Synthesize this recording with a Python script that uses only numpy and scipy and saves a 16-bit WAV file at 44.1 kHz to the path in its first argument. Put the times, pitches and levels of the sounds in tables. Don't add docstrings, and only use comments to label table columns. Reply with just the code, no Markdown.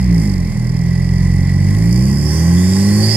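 import sys
import numpy as np
from scipy import signal
from scipy.fft import rfft, irfft, next_fast_len
from scipy.io import wavfile
from scipy.ndimage import uniform_filter1d

SR = 44100
rng = np.random.default_rng(int(sys.argv[2]) if len(sys.argv) > 2 else 0)


def invert_db(level):
    return 10 ** (np.asarray(level, dtype=float) / 20)


def digitize_waveform(pressure):
    field = np.atleast_2d(pressure).T
    bounded = np.clip(field, -1, 1)
    quanta = np.round(bounded * 32767).astype(np.int16)
    wavfile.write(sys.argv[1], SR, quanta)


N = 139356
T = np.arange(N) / SR

# t/s, valve clatter/dB, boom/dB, gas flow/dB,
# uneven firing/dB, mouth ring/dB
ENGINE = [(0.0, 0, -15, -43.5, -41, -42), (0.1, 6.5, -10, -49, -17.5, -52), (0.23, 2, -12.5, -40, -49, -62),
          (0.4, 2.5, -15, -46.5, -27, -61), (0.5, -4, -19, -43, -9, -55), (0.7, 1.5, -15, -45, -16, -46.5),
          (0.99, -2.5, -13.5, -45, -16, -38), (1.25, -4, -12, -42, -15.5, -36),
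          (1.59, 1.5, -12.5, -44, -18, -38.5), (1.77, 2, -12, -40.5, -22.5, -39.5),
          (1.99, 6, -10, -39.5, -11, -41.5), (2.15, 2, -13.5, -40, -6, -57),
          (2.34, -1.5, -14.5, -35, -10.5, -43), (2.53, -1, -9, -36, -7, -41.5),
          (2.6, 1, -10, -36, -18, -36.5), (2.67, 3.5, -12, -36, -15, -43.5),
          (2.98, 0, -11, -34.5, -6.5, -35.5), (3.16, -2, -14, -33, -14.5, -36)]
# t/s, firing rate/Hz
SPEED = [(0, 64.3), (.15, 56.9), (.25, 51.2), (.35, 46.5), (.45, 42.1), (.56, 39.8), (.75, 41.8),
         (.95, 43.6), (1.15, 44.2), (1.45, 45), (1.62, 46.9), (1.72, 49.8), (1.85, 56.2), (2, 63.4),
         (2.3, 76.7), (2.6, 89.9), (2.9, 101.7), (3.16, 111.7)]
# f/Hz, width/Hz, level/dB
MOUTH = [(9580, 570, 2.4), (823, 44, 15.2), (1063, 116, 12.3), (1550, 320, 3.9), (1935, 250, 6.2),
         (3365, 415, 7.2), (533, 110, 10.5), (4395, 770, 6.7), (5250, 540, 6), (6110, 170, 5.3),
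         (7390, 680, 4.5), (10620, 700, 1.56), (11340, 2400, 2.76), (14400, 1600, 1.1)]
# f/Hz, width/Hz, level/dB
GAPS = [(4050, 250, -6), (4967, 71, -8), (5350, 65, -10), (5770, 97, -0.5), (6220, 210, -10),
        (7310, 150, -5.5), (8600, 210, 0), (10100, 270, -6.5), (11000, 250, -2.5)]


def curve(table, col):
    a = np.array(table, float)
    return np.interp(T, a[:, 0], a[:, col])


def shape(points, hz, bells=()):
    a = np.array(points, float)
    v = np.interp(np.log(hz + 1), np.log(a[:, 0]), a[:, 1])
    return v + sum(db * np.exp(-.5 * (2 * (hz - f) / w) ** 2) for f, w, db in bells)


def colour(x, points, bells=(), causal=True):
    size = next_fast_len(2 * N)
    log_gain = shape(points, np.fft.rfftfreq(size, 1 / SR), bells) * np.log(10) / 20
    c = irfft(log_gain, size)
    if causal:
        c[1:size // 2] *= 2
        c[size // 2 + 1:] = 0
    return irfft(rfft(x, size) * np.exp(rfft(c)), size)[..., :N]


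def band(x, order, hz, kind="low"):
    return signal.sosfiltfilt(signal.butter(order, hz, kind, fs=SR, output="sos"), x)


def unit(x):
    return x / np.sqrt(np.mean(x ** 2))


def walk(rate):
    k = int(SR / rate)
    steps = np.repeat(rng.standard_normal(N // k + 1), k)
    return unit(uniform_filter1d(uniform_filter1d(steps, k), k)[:N])


def hum(hz, width_hz):
    slow = signal.lfilter([1], [1, -np.exp(-np.pi * width_hz / SR)], rng.standard_normal((2, N)))
    slow = signal.lfilter([1], [1, -np.exp(-2 * np.pi * width_hz / SR)], slow)
    carrier = np.exp(2j * np.pi * np.cumsum(hz) / SR)
    return unit(np.real((slow[0] + 1j * slow[1]) * carrier))


def puffs(turns, at, width, scatter_db, uneven_db):
    count = np.floor(turns - at + 1)
    scatter = scatter_db * rng.standard_normal(1000)[count.astype(int)]
    size = invert_db(scatter + uneven_db * (count % 2 - 3.5))
    p = (turns - at + 1 - count) / width
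    return size * (p * np.exp(1 - p)) ** 2


def boom(turns):
    # multiple of firing rate, level/dB
    orders = [(1, 0.5), (2, 2), (3, 2.5), (4, 1), (5, 3), (6, -4), (7, -6), (8, -15.5), (9, -34), (10, -44)]
    # multiple of firing rate, level/dB
    half_orders = [(.5, -23), (1.5, -2.5), (2.5, -3.5), (3.5, 5), (4.5, 1), (5.5, -2.5), (6.5, -26),
                   (7.5, -37), (8.5, -14)]
    # t/s, extra of the lowest partial/dB, of those above the fourth/dB,
    # of the second/dB, of the third/dB
    throttle = [(0, 9, -9.5, 1, -1.5), (.2, 7, 3, -6.5, 2), (.3, 10, 4, -1, -5.5), (.45, 22, 2.5, 4.5, -3),
                (.6, 20, -0.5, -5, 5.5), (.85, 13, -13, -1, 1), (1.3, 18, 2, 3, 0.5), (1.7, 8.5, 5, 5, 2.5),
                (2.1, 2, 0, 1, -0.5), (2.4, 1, -5.5, -2, 5), (2.7, -1.5, -4, -0.5, -3.5),
                (3.16, 0.5, 7, 5.5, -2)]
    # t/s, lead of the upper partials/turns
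    steepening = [(0, -.05), (1.3, .03), (1.55, .1), (1.85, .35), (2.05, .35), (2.2, .15), (2.4, -.2),
                  (2.7, 0), (3.16, .2)]
    # f/Hz, level/dB
    pipe = [(30, -32.5), (60, -7), (100, 1.5), (205, 0.5), (232, -19.5), (300, -14.5), (395, -18),
            (440, -28.5)]
    # f/Hz, width/Hz, level/dB
    pipe_waves = [(102.5, 12.3, 0.5), (157.4, 14.4, -3), (168.2, 7.9, 4), (240, 10, -13), (249.3, 119, 9),
                  (338, 65, -2), (381, 46, 6.5)]

    def extra(k):
        if k < 1.2:
            return invert_db(curve(throttle, 1))
        if k > 4.2 or k == 3.5:
            return invert_db(curve(throttle, 2))
        if k == 2:
            return invert_db(curve(throttle, 3))
        if k == 3:
            return invert_db(curve(throttle, 4))
        return 1

    lean = curve(steepening, 1)
    pulse = 0
    for k, db in orders:
        lead = min(max(k - 2, 0), 2) * lean
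        pulse = pulse + invert_db(db) * extra(k) * np.cos(2 * np.pi * (k * turns + lead))
    uneven = 0
    for k, db in half_orders:
        uneven = uneven - invert_db(db) * extra(k) * np.sin(2 * np.pi * k * (turns + 0.25))
    uneven = uneven * invert_db(curve(ENGINE, 4) + 1.34 * walk(6.48))
    out = colour(pulse * invert_db(0.09 * walk(30)) + uneven, pipe, pipe_waves, causal=False)
    out = out - 2 * band(out, 4, 238, "high")
    mic_low_hz, mic_low_q = 45, 1.5
    w = 2 * np.pi * mic_low_hz
    out = signal.lfilter(*signal.bilinear([1, 0, 0], [1, w / mic_low_q, w * w], SR), out)
    steady = np.sqrt(uniform_filter1d(uniform_filter1d(out ** 2, size=4000), size=4000))
    return out / steady * invert_db(curve(ENGINE, 2))


def rumble():
    # f/Hz, level/dB per Hz
    turbulence = [(30, -24.5), (90, -2.5), (200, -5.5), (240, -11.5), (390, -17), (450, -23), (1100, -30.5),
                  (2500, -78)]
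    level_db, growth = -27, 0.055
    x = unit(colour(rng.standard_normal((2, N)), turbulence))
    return x * invert_db(level_db + growth * (curve(ENGINE, 3) + 58.5) + 0.5 * walk(8.42))


def gas_gate(turns):
    depth = np.clip(0.6 * 45 / curve(SPEED, 1), 0, 1)
    return 1 - depth + depth * puffs(turns, at=.35, width=.25, scatter_db=1.4, uneven_db=3.5) * 0.41


def hiss(gate):
    # f/Hz, level/dB per Hz
    tearing = [(300, -7.5), (900, -12.5), (1400, -16), (2000, -5.5), (4100, -22), (4800, -2), (9000, -4),
               (15500, -18)]
    level_db, flutter_db = 3, .5
    flow = curve(ENGINE, 3)
    x = unit(colour(rng.standard_normal((2, N)) * gate, tearing, [*MOUTH, *GAPS]))
    low = band(x, 3, 2400)
    top = band(x, 3, 12500, "high")
    upper = band(x, 3, 6300, "high") - top
    middle = x - low - top - upper
    low = low * invert_db(-35.5 + 0.56 * (flow + 48) + flutter_db * walk(11.54))
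    upper = upper * invert_db(flow + 0.89 * walk(11))
    middle = middle * invert_db(flow + 1.7 * walk(7.88))
    top = top * invert_db(-3.5 + flow + 0.12 * (flow + 32) + .5 * walk(22))
    return invert_db(level_db) * (low + upper + middle + top)


def whistle(gate):
    # t/s, f/Hz, level/dB, level of its octave/dB
    turbine = [(1.8, 2058, -12, -33), (2.1, 2442, -22, -30), (2.23, 2590, -46, -19.5),
               (2.4, 2952, -44, -19), (2.55, 3285, -31, -26), (2.78, 3918, -28, -21.5),
               (2.94, 4470, -25.5, -40), (3.04, 4720, -12.5, -25), (3.16, 4985, -7.5, -44)]
    hz = curve(turbine, 1)
    ports = []
    for _ in range(2):
        tone = invert_db(curve(turbine, 2)) * hum(hz, width_hz=330)
        octave = invert_db(curve(turbine, 3)) * hum(2 * hz, width_hz=420)
        ports.append(tone + octave)
    sound = colour(np.array(ports) * gate, [(2000, -26.0), (10000, -10)], [*MOUTH, *GAPS])
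    return sound * invert_db(1.34 * walk(39.95))


def clatter(turns):
    metal = [(4350, -44.5), (4750, -4), (8000, -10.5), (12500, -17.5), (15500, -39)]  # f/Hz, level/dB
    x = rng.standard_normal((2, N)) * puffs(turns, at=.4, width=.17, scatter_db=1.8, uneven_db=0.67)
    level_db = -49.5 + curve(ENGINE, 1) + 0.82 * (curve(ENGINE, 3) + 47.5)
    return unit(colour(x, metal, [*MOUTH, *GAPS])) * invert_db(level_db + .5 * walk(11.6))


def ring(turns):
    tone = hum(1965 * (1 + 0.00301 * walk(20)), width_hz=5)
    tone = tone / uniform_filter1d(np.abs(tone), size=400) ** 1.04
    swell = 0.017 + puffs(turns, at=.4, width=0.27, scatter_db=0.68, uneven_db=2.9)
    return unit(tone) * swell * invert_db(10 + curve(ENGINE, 5))


def ticks():
    # t/s, level/dB
    clicks = [
        (1.092, -26),
        (1.750, -18),
    ]
    x = np.zeros(N)
    for s, db in clicks:
        fade = np.exp(-np.maximum(T - s, 0) / 0.0002) * (T >= s)
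        x += invert_db(db) * fade * np.sin(2 * np.pi * 3000 * (T - s))
    return x


def scene():
    # f/Hz, left minus right/dB
    port_tilt = [(60, -1.5), (200, -2.3), (1300, -3.5), (2400, -1), (4000, -8), (4700, -15), (6500, -5),
                 (15000, 0)]
    # f/Hz, share from 0 to 1
    apart = [(60, .5), (250, .4), (600, .27), (1200, .55), (2000, .3), (4800, .22), (8000, .43),
             (15000, .54)]
    # f/Hz, lag/radians
    lag = [(60, .07), (860, .5), (1400, 1.2), (2100, .5), (5000, 2), (6460, 4.2), (10900, 4.9),
           (13000, 6.4)]
    turns = -.23 + np.cumsum(curve(SPEED, 1) * (1 + 0.0006 * walk(12))) / SR
    gate = gas_gate(turns)
    both, other = rumble() + hiss(gate) + whistle(gate) + clatter(turns)
    hz = np.fft.rfftfreq(N, 1 / SR)
    share = shape(apart, hz)
    tilt = shape(port_tilt, hz) / 2
    mid = rfft(both) * np.sqrt(1 - share ** 2) + rfft(boom(turns) + ring(turns) + ticks())
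    side = rfft(other) * share
    left = (mid + side) * invert_db(tilt) * np.exp(-1j * shape(lag, hz))
    right = (mid - side) * invert_db(-tilt)
    return irfft(np.array([left, right]), N)


def band_limit(x):
    return signal.sosfilt(signal.butter(12, 15660, fs=SR, output="sos"), x)


def record(dry):
    rounded = np.tanh(0.73 * dry) / 0.64
    top_cut = signal.ellip(8, .2, 70, 15800, fs=SR, output="sos")
    return band_limit(signal.sosfilt(top_cut, rounded))


dry = scene()
out = record(dry)
digitize_waveform(out)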